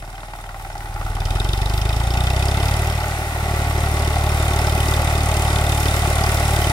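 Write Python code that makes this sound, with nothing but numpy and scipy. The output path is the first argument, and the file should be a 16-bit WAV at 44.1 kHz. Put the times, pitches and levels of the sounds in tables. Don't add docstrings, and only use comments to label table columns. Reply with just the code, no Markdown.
import sys
import numpy as np
from scipy import signal
from scipy.fft import rfft, irfft
from scipy.io import wavfile
from scipy.ndimage import uniform_filter1d

SR = 44100
rng = np.random.default_rng(int(sys.argv[2]) if len(sys.argv) > 2 else 0)


def gain_from_db(level_db):
    decades = np.asarray(level_db, float) / 20
    return 10 ** decades


def digitize_waveform(pressure):
    field = np.atleast_2d(pressure).T
    bounded = np.clip(field, -1, 1)
    quanta = np.round(bounded * 32767).astype(np.int16)
    wavfile.write(sys.argv[1], SR, quanta)


N = 296330


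def level(x, db):
    return x * gain_from_db(db) / np.sqrt(np.mean(x ** 2))


def on_hz(table, column):
    hz = np.maximum(np.arange(N // 2 + 1) * SR / N, 1)
    return np.interp(np.log(hz), np.log(np.array(table)[:, 0]), np.array(table)[:, column])


def colour(x, gain_db):
    return irfft(rfft(x) * gain_from_db(gain_db), N)


def ring(x, modes):
    out = 0
    for hz, width, db in modes:
        out = out + gain_from_db(db) * signal.lfilter(*signal.iirpeak(hz, hz / width, SR), x)
    return out


def walk(rate):
    k = int(SR / rate)
    steps = np.repeat(rng.standard_normal(N // k + 1), k)
    x = uniform_filter1d(uniform_filter1d(steps, k), k)[:N]
    return x / x.std()


def strokes(times, sizes):
    place = np.clip(times * SR, 0, N - 2)
    out, i = np.zeros(N), place.astype(int)
    np.add.at(out, i, sizes * (1 - place + i))
    np.add.at(out, i + 1, sizes * (place - i))
    return out


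def puffs(clicks, rise_s, fall_s):
    t = np.arange(int(.06 * SR)) / SR
    out = signal.fftconvolve(clicks, (1 - np.exp(-t / rise_s)) * np.exp(-t / fall_s))[:N]
    return np.maximum(out, 0) / out.mean()


# frequency in Hz, likeness of the ports 0-1, left minus right in dB.
PORTS = [(583, 0.9, 1), (860, 1, 0), (1380, 0.88, 0), (1940, 0.29, 0), (3700, 0.31, -0.5),
         (5430, 0.4, -5.5), (7000, 0.14, -2), (9300, 0.18, 0.5), (11200, 0.55, 11), (12900, 0, -2),
         (14700, 0.9, -2)]
BASS_PORT = [(150, .999, 0)]
ALL_PORTS = list(BASS_PORT) + list(PORTS)


def air():
    right_lag_s = .00021
    like = np.clip(on_hz(ALL_PORTS, column=1), 0, 1)
    shared, left, right = rfft(rng.standard_normal((3, N)))
    hz = np.arange(len(like)) * SR / N
    late = np.exp(-2j * np.pi * hz * right_lag_s * np.clip((hz - 400) / 1100, 0, 1))
    common = np.sqrt(like) * np.array([shared, shared * late])
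    own = np.sqrt(1 - like) * np.array([left, right])
    return irfft(common + own, N)


# time in seconds, firing rate in firings per second.
SPEED = [(0, 18.571), (.13, 19.452), (.6, 19.021), (.96, 19.39), (1.28, 19.46), (1.45, 22.643),
         (1.86, 26.392), (2.83, 37.882), (3.14, 37.883), (3.54, 37.123), (4.44, 37.019), (5.11, 37.323),
         (5.61, 36.735), (6.72, 37.023)]


def crank(t):
    already_turned = .733
    hz = np.interp(t, *np.transpose(SPEED))
    return already_turned + np.cumsum(hz) / SR, 20 * np.log10(hz / hz.max())


def firings(count, t):
    return np.interp(np.arange(1, int(count[-1]) + 1), count, t)


# time in seconds, fuel load in dB re full, air draw in dB re full.
EFFORT = [(0, -25, -5.5), (.25, -25, -9), (.85, -12.5, -7), (1.05, -5, -1), (1.3, 0, 1.5), (2.05, -1, 2),
          (2.45, 0, 0), (2.65, 0, -6), (2.9, -2.5, -4), (3.05, -4.5, -9), (3.25, -8, -10), (3.5, -3, -5),
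          (4.0, -2, 0), (4.5, -1, -1), (6.72, -1, -3)]


def levels(t, speed_db):
    stack_holds_s, bite_s = 0.093, 2.4
    s, load, draw = np.transpose(EFFORT)
    held = np.maximum(np.interp(t, s, load), np.interp(t - stack_holds_s, s, load))
    load, draw = np.interp(t, s, load), np.interp(t, s, draw)
    thump = gain_from_db(-20 + load)
    hum = gain_from_db(-29 + draw)
    knock = gain_from_db(-27.5 + 0.2 * load + 0.51 * t)
    tilling = -1.5 * np.clip(t - bite_s, 0, 1) * np.exp(-np.maximum(t - bite_s, 0) / 0.83)
    spit = gain_from_db(-50.5) + gain_from_db(-34 + tilling + 5.3 * np.minimum(held + .5, 0))
    fan = gain_from_db(-39.5 + 0.55 * speed_db + 0.16 * load + 1.5 * t)
    return thump, hum, knock, spit, fan


CYLINDER_DB = [-1.1, -3, -0.5]
# frequency in Hz, width in Hz, level in dB.
STACK = [
    (41, 41, 0),
    (110, 59, 0),
]


def exhaust(fired, gap, chance):
    fast = gap.min() / gap
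    size = gain_from_db(np.resize(CYLINDER_DB, len(fired)) * fast ** 2 + .55 * chance[0]) * np.sqrt(gap)
    slow = np.clip(gap / gap.min() - 1.1, 0, .6) / .6
    flow = 0
    for share, width_s in ((1 - slow, .0012), (.85 * slow, .0019)):
        slug = np.exp(-.5 * (np.arange(-400, 401) / SR / width_s) ** 2) / width_s
        clicks = strokes(fired - .0061 + .0001 * chance[1], share * size)
        flow = flow + signal.fftconvolve(clicks, slug, "same")
    thump = ring(ring(flow, STACK[:1]), STACK[1:])

    t = np.arange(N) / SR
    gusts = 5.1 + puffs(strokes(fired - .008, size), 0.0035, 0.002)
    rumble = ring(air() * gusts, [(384, 163, 0.5), (154, 106, 3), (276, 36, -2.0)])
    rumble = rumble * (gap.min() / np.interp(t, fired, gap)) ** 1.06
    rumble = gain_from_db(0.66 * t) * level(rumble, -13.5)

    bark = strokes(fired - .0062, size * fast ** 1.3 * gain_from_db(4.1 * chance[27]))
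    bark = ring(ring(bark, [(385, 60, 1.3), (230, 23, 0.53)]), [(317, 92, 0)])
    return level(thump, 0) + rumble + level(bark, -18.5)


# frequency in Hz, width in Hz, level in dB.
MOUTH = [(2507, 113, 5), (2706, 71, 2), (3093, 160, 3.5), (3611, 305, 3), (3840, 220, -5.5),
         (4820, 1050, -4), (5340, 57, 2), (6070, 97, -8), (7680, 3000, -10.5), (9130, 210, -5.5),
         (10630, 790, -14.5), (13700, 1000, -17)]


def jet(fired, chance, modes, scatter_db):
    out = 0
    for k, mode in enumerate(modes):
        size = gain_from_db(1.35 * chance[4] + scatter_db * chance[5 + k])
        gate = puffs(strokes(fired - .0075 + 0.00056 * chance[15 + k], size), 0.0021, 0.0025)
        narrow = ring(air() * (0.98 + gate), [mode])
        out = out + ring(narrow, [(mode[0], 2 * mode[1], 0)])
    return level(out, 0)


# frequency in Hz, width in Hz, level in dB.
BLOCK = [(787, 35, 1), (843, 20, 1), (770, 170, 1), (370, 140, -14), (1200, 200, -9), (1365, 70, -2),
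         (1500, 110, -1), (1850, 200, -12)]
# frequency in Hz, width in Hz, level in dB.
BONNET = [(560, 60, -8), (617, 18, 1), (693, 16, 3), (660, 160, -3), (1990, 220, -2), (1110, 150, -9)]


def block(fired, gap, chance, load):
    knock = puffs(strokes(fired + .15 * gap, gap * gain_from_db(1.8 * chance[2])), .0015, .0045)
    valves = puffs(strokes(fired + 0.442 * gap, gap ** 1.88 * gain_from_db(0.64 * chance[3])), 0.00034, 0.014)
    knock = knock + 0.99 * load * puffs(strokes(fired - .0035, gain_from_db(3.0 * chance[26])), 0.0013, 0.0041)
    speed = gap.min() / np.interp(np.arange(N) / SR, fired, gap)
    low = ring(air() * (2.17 * speed + 0.57 * knock + .5 * valves), BLOCK[:4])
    low = ring(low, [(765, 2100, -2.0), (382, 185, 0)])
    high = ring(air() * (1.29 * speed ** 3.2 + 0.63 * knock + 0.49 * valves), BLOCK[4:])
    high = ring(high, [(1480, 6400, 2.77)])
    bonnet = speed ** 2 * ring(air() * (2.6 + 0.64 * knock), BONNET)
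    return level(low + high + bonnet, 0)


def intake(count, fired, gap):
    late = np.roll(count, 120)
    hum = np.sqrt(2) * np.cos(4 * np.pi * late - 2.3)
    cleaner = [(101, 57, 0)]
    gulp = ring(ring(strokes(fired + .23 * gap, -gap ** 3), cleaner), cleaner)
    return hum + level(gulp, -12)


# frequency in Hz, density in dB per Hz.
HISS = [(1290, 0), (2200, 4), (3200, -10), (3590, -1), (4330, -8), (5320, -6.5), (6260, -7), (8680, -4.5),
        (10700, -6), (13100, -12), (15500, -13.5)]


def hiss():
    shape = on_hz([(1400, -60)] + list(HISS), column=1)
    soil = on_hz([(9000, -40), (11500, 0), (15500, 0)], column=1)
    fan = colour(air() * gain_from_db(1.0 * walk(14)), shape - 8 * gain_from_db(soil))
    thrown = colour(air() * gain_from_db(2.0 * walk(30) + .4 * walk(14)), shape + soil)
    return level(fan + thrown, 0)


def gear(count, t):
    whine = np.sin(2 * np.pi * 30 * count + .9 * walk(9))
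    return np.clip((t - 3.0) / .8, 0, 1) * whine * gain_from_db(1.5 * walk(3))


# frequency in Hz, width in Hz, level in dB.
GROUND_DIPS = [(480, 100, -4), (990, 110, -8), (1630, 180, -4), (2250, 200, -9)]


def ground(x):
    return x - ring(x, GROUND_DIPS)


# frequency in Hz, level in dB.
FIELD = [(20, -30), (120, 0), (300, -6), (1000, -12), (4000, -24), (15000, -34)]


def field():
    return level(colour(air(), on_hz(FIELD, column=1)), -52)


def scene():
    t = np.arange(N) / SR
    count, speed_db = crank(t)
    fired = firings(count, t)
    gap = np.gradient(fired)
    chance = rng.standard_normal((len(fired), 28)).T
    thump, hum, knock, spit, fan = levels(t, speed_db)
    tractor = thump * exhaust(fired, gap, chance)
    tractor = tractor + hum * intake(count, fired, gap)
    tractor = tractor + knock * block(fired, gap, chance, thump / thump.max())
    idle = np.clip(1.6 - np.interp(fired, t, thump) / gain_from_db(-30), 0, 1)
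    spat = fired - 0.0118 * idle
    tractor = tractor + spit * jet(spat, chance, MOUTH[:8], scatter_db=5.0)
    tractor = tractor + fan * hiss() + gain_from_db(-38) * gear(count, t)
    edge = gain_from_db(-6.5 + 0.52 * t) * np.sqrt(spit * fan)
    tractor = tractor + edge * jet(spat, chance[::-1], MOUTH[8:], scatter_db=2.5)
    return ground(tractor) + field()


def low_pass(x):
    return signal.sosfilt(signal.butter(12, 16670, fs=SR, output="sos"), x)


def record(dry):
    tilt = on_hz(ALL_PORTS, column=2) / 2
    cut = -90 * (np.arange(len(tilt)) * SR / N > 15800)
    quadrature = np.imag(signal.hilbert(dry.mean(axis=0)))
    dry = dry + gain_from_db(-42.5) * quadrature * np.array([[1], [-1]])
    mix = colour(dry, np.array([tilt, -tilt]) + cut)
    return low_pass(mix)


dry = scene()
out = record(dry)
digitize_waveform(out)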